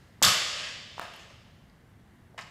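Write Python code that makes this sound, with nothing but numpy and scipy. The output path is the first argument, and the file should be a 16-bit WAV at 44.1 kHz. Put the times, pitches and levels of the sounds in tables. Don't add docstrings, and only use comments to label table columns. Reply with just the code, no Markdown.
import sys
import numpy as np
from scipy import signal
from scipy.io import wavfile
from scipy.ndimage import uniform_filter1d

SR = 44100
rng = np.random.default_rng(int(sys.argv[2]) if len(sys.argv) > 2 else 0)


def wav_out(sig):
    wavfile.write(sys.argv[1], SR, np.round(np.clip(np.atleast_2d(sig).T, -1, 1) * 32767).astype(np.int16))


def volts(x):
    e = np.asarray(x, float) / 20
    return 10 ** e


N = 110250


def evened(x):
    return x / np.sqrt(np.mean(x ** 2) + 1e-20)


def read(points, hz):
    f, value = np.transpose(points)
    return np.interp(np.log(hz + 1), np.log(f + 1), value)


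def add(mix, s, sound):
    part = mix[round(s * SR):][:len(sound)]
    part += sound[:len(part)]


def causal(db):
    both_sides = np.r_[db, db[-2:0:-1]]
    log_gain = np.log(volts(np.maximum(both_sides, -100)))
    return np.fft.ifft(np.exp(np.conj(signal.hilbert(log_gain)))).real[:1024]


def dulled(x, db_per_octave, ring_hz=1000, ring_db=0):
    width_octaves = 0.23
    octave = np.log2(np.fft.rfftfreq(2048, 1 / SR) / 1000 + 1e-3)
    bump = np.exp(-.5 * ((octave - np.log2(ring_hz / 1000)) / width_octaves) ** 2)
    gain_db = db_per_octave * np.maximum(octave, 0) + ring_db * bump
    return signal.oaconvolve(x, causal(gain_db))


# frequency in Hz, relative density in dB per Hz.
AIR_COLOUR = [(12, -59.5), (20, -18), (92, -0.5), (202, -5.5), (324, -16.5), (352, -15.5), (597, -21),
              (649, -19.5), (1230, -23.5), (2030, -22.5), (2540, -33.5), (2760, -30.5), (5380, -38.5),
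              (13900, -44), (15500, -48.5)]


def ventilation():
    level_db, patchy_db, swell_db = -56, .8, .3
    frames, hz = N // 512 + 5, np.fft.rfftfreq(2048, 1 / SR)
    real, imaginary, patches = rng.standard_normal((frames, 1025, 3)).T
    patches = uniform_filter1d(patches, size=10, axis=0)
    patches = evened(uniform_filter1d(patches, size=6, axis=1))
    swell = evened(uniform_filter1d(rng.standard_normal(frames), size=12))
    gain_db = read(AIR_COLOUR, hz)[:, None] + patchy_db * patches + swell_db * swell
    spectrum = (real + 1j * imaginary) * volts(gain_db)
    noise = signal.istft(spectrum, nperseg=2048, noverlap=1536)[1][:N]
    return volts(level_db) * evened(noise)


# frequency in Hz, relative density in dB per Hz.
STEEL_COLOUR = [(150, -43.5), (300, -24), (450, -17), (600, -9), (900, -18), (1050, -9.5), (1250, -8.5),
                (1370, -11.5), (1800, -2.5), (2300, -8), (2900, -6), (4200, -9), (4900, -7), (5500, -9),
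                (5800, -12), (6300, -10.5), (7000, -11.5), (7600, -14), (7950, -13.5), (10100, -20),
                (12000, -17.5), (13400, -37), (14300, -18), (15500, -37)]


def steel_click():
    return causal(read(STEEL_COLOUR, np.fft.rfftfreq(2048, 1 / SR)))


def earlier_ring():
    start_db, t60_s, dull_db_per_octave = -65, 1.8, -2.5
    noise = signal.oaconvolve(rng.standard_normal(N), steel_click())
    wash = dulled(noise, dull_db_per_octave)[:N]
    return volts(start_db - 60 * np.arange(N) / SR / t60_s) * evened(wash)


# frequency in Hz, decay time t60 in seconds before the early boost.
HALL_DECAY = [(120, .4), (300, 1.9), (700, 1.186), (1500, 0.96), (3000, 1.457), (5000, 1.297), (8000, 0.95),
              (12000, 0.52), (15000, 0.3)]
# delay in seconds, level in dB before the bass is thinned.
WALL_ECHOES = [(.0065, -15.5), (.0212, -7.5), (.031, -10.5), (.037, -12), (.044, -15.5), (.057, -13)]


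def hall(x):
    wet_db, gap_s, build_s = -2, .012, 0.0027
    early_db, early_s = 7, .04
    tail = np.zeros(2 * SR)
    slots = np.arange(0, 2 * SR - 20, 20)
    tail[slots + rng.integers(0, 20, len(slots))] = rng.choice([-1., 1.], len(slots))
    hz, t, z = signal.stft(tail, SR, nperseg=512)
    t60 = np.maximum(read(HALL_DECAY, hz), .05)[:, None]
    tail = signal.istft(z * volts(-60 * t / t60), SR, nperseg=512)[1]
    t = np.arange(len(tail)) / SR
    tail = tail * (1 - np.exp(-np.maximum(t - gap_s, 0) / build_s))
    tail = tail * volts(early_db * np.exp(-t / early_s))
    tail = volts(wet_db) * tail / np.linalg.norm(tail)
    soft_tap = np.r_[.25, .5, .25, np.zeros(200)]
    echo = signal.lfilter(*signal.butter(2, 1370, "high", fs=SR), soft_tap)
    for k, (s, db) in enumerate(WALL_ECHOES):
        add(tail, s, (-1) ** k * volts(db) * echo)
    return signal.fftconvolve(x, tail)[:N]


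# start in seconds, level in dB before the soft onset and gain, pitch in Hz, t60 in seconds.
FLEXES = [(.216, -39.5, 170, 0.11), (0.223, -41, 298.3, 0.063), (.236, -36, 125, 0.11),
          (.254, -34.5, 190, .1), (.272, -24.5, 105, 0.052)]


def thuds():
    out, t = np.zeros(N), np.arange(SR // 2) / SR
    for s, db, hz, t60 in FLEXES:
        onset = 1 - np.exp(-t / 0.016)
        add(out, s, 4 * volts(db - 60 * t / t60) * onset * np.sin(2 * np.pi * hz * t))
    return out


# start in seconds, level in dB before doubling, pitch in Hz, t60 in seconds,
# level of the snap in dB before it is coloured.
SHOE_KNOCKS = [(0.2189, -14, 860, 0.0045, -26), (.2222, -16, 636, 0.003, -50),
               (0.9807, -25, 911, 0.0054, -37), (0.996, -16.5, 1180, 0.0033, -15.5),
               (2.3452, -43, 650, 0.0088, -47.5)]


def knocks():
    out, t = np.zeros(N), np.arange(SR // 20) / SR
    tap = 1. 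* (np.arange(len(t)) == 8)
    for s, db, hz, t60, snap_db in SHOE_KNOCKS:
        snap = volts(snap_db) * dulled(tap, -2, ring_hz=3800, ring_db=7)[:len(t)]
        onset = np.minimum(t * hz * 2, 1)
        tone = 2 * volts(db - 60 * t / t60) * onset * np.sin(2 * np.pi * hz * t)
        add(out, s, tone + snap)
    return out


# frequency in Hz, relative level in dB, t60 in seconds.
STEEL_MODES = [(1830, -11.5, 0.42), (2750, -10, 0.62), (3080, 6, 0.77), (3720, -13, 4.3), (3860, 0, 0.94),
               (4355, -7, 0.36), (4220, -6, 0.93), (4300, -11.5, 0.85), (5000, -8.5, 0.3),
               (5300, -12, 0.61), (6272, -25.5, 0.77), (6800, -20.5, 1.0), (7305, -22.5, 0.82),
               (8600, -28.5, 0.94)]


def steel_body():
    ring_db, grip_t60_s = -19, .45
    t = np.arange(SR) / SR
    click = np.pad(steel_click(), (0, SR - 1024))
    rings = np.zeros(SR)
    for hz, db, t60 in STEEL_MODES:
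        rings += volts(db - 60 * t / np.clip(t60, .1, grip_t60_s)) * np.sin(2 * np.pi * hz * t)
    body = evened(click) + volts(ring_db) * evened(rings)
    return body / np.linalg.norm(body)


def taps(count, per_s):
    spread_db = 2
    chance, size, sign = rng.random((count, 3)).T
    strength = volts(-spread_db * np.log(size + 0.0033))
    return (chance < per_s / SR) * strength * np.sign(sign - .5)


# start in seconds, level in dB before colouring, chatter decay constant in seconds,
# treble tilt in dB per octave above 1 kHz (negative is duller), favoured ring in Hz.
STEEL_CLANKS = [(0.2246, -19, 0.0069, 1.6, 6500), (0.2293, -24, 0.011, 2.15, 12500),
                (0.2316, -22.5, 0.013, 1.7, 3530), (0.2383, -20, 0.018, -2, 1200),
                (0.2482, -14.5, 0.0034, 1.46, 4700), (0.258, -18.5, 0.021, -5.5, 1220),
                (.281, -29, 0.02, 1.1, 2945), (1.009, -36.5, 0.038, -4.5, 650),
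                (1.1365, -40.5, 0.0045, -1.5, 2960), (1.161, -59, 0.004, 2.6, 12100),
                (1.188, -55, 0.044, -2.4, 6760), (1.301, -44, 0.013, -5, 627),
                (1.698, -50.5, 0.0014, -5.2, 4480), (2.377, -31.5, 0.025, -5.5, 850),
                (2.388, -33, 0.0072, -5, 1900), (2.409, -45, 0.0071, -2.1, 6800),
                (2.419, -42, 0.0062, -2.5, 4900), (2.465, -51, 0.025, -3.5, 2430)]


def clank_blows():
    blows, t = np.zeros(N), np.arange(SR // 8) / SR
    for s, db, length, tilt_db, ring_hz in STEEL_CLANKS:
        rise = np.minimum(t / (0.12 * length), 1)
        burst = evened(taps(len(t), 9000)) * rise * np.exp(-t / length)
        add(blows, s, volts(db) * dulled(burst, tilt_db, ring_hz, ring_db=10.5))
    return blows


# time in seconds, level in dB before colouring.
SLEEVE_RATTLE = [(.27, -40.5), (.33, -31), (.4, -39), (0.461, -43.5), (.52, -42.5), (0.599, -39.5),
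                 (0.701, -44), (0.779, -54.5), (.85, -58.5), (0.922, -61.5), (.99, -52), (1.03, -54.5),
                 (1.2, -56), (1.349, -64), (1.599, -74.5)]


def rattle_blows():
    s, db = np.transpose(SLEEVE_RATTLE)
    level = volts(np.interp(np.arange(N) / SR, s, db, -200, -200))
    contacts = evened(taps(N, 2500))
    softened = signal.lfilter(*signal.butter(2, 6500, fs=SR), contacts)
    return dulled(level * softened, -0.73, ring_hz=2574, ring_db=3.7)[:N]


def barbell():
    return signal.oaconvolve(clank_blows() + rattle_blows(), steel_body())[:N]


# time in seconds, level in dB.
BAR_OPENNESS = [(0.898, -1), (1.1, -3), (2.299, -6.5)]


def scene():
    bar, feet, low = barbell(), knocks(), thuds()
    openness_db = np.interp(np.arange(N) / SR, *np.transpose(BAR_OPENNESS))
    send = bar * volts(openness_db) + volts(-3) * feet + volts(-6.5) * low
    return (bar + feet + low + hall(send) + earlier_ring() + ventilation())[None]


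def roll_off(x):
    return signal.sosfilt(signal.butter(12, 16500, fs=SR, output="sos"), x)


def record(dry):
    low_pass = signal.firwin(161, 15700, window=("kaiser", 7), fs=SR)[None]
    mix = signal.oaconvolve(dry, low_pass, "same")
    return roll_off(mix)


dry = scene()
out = record(dry)
wav_out(out)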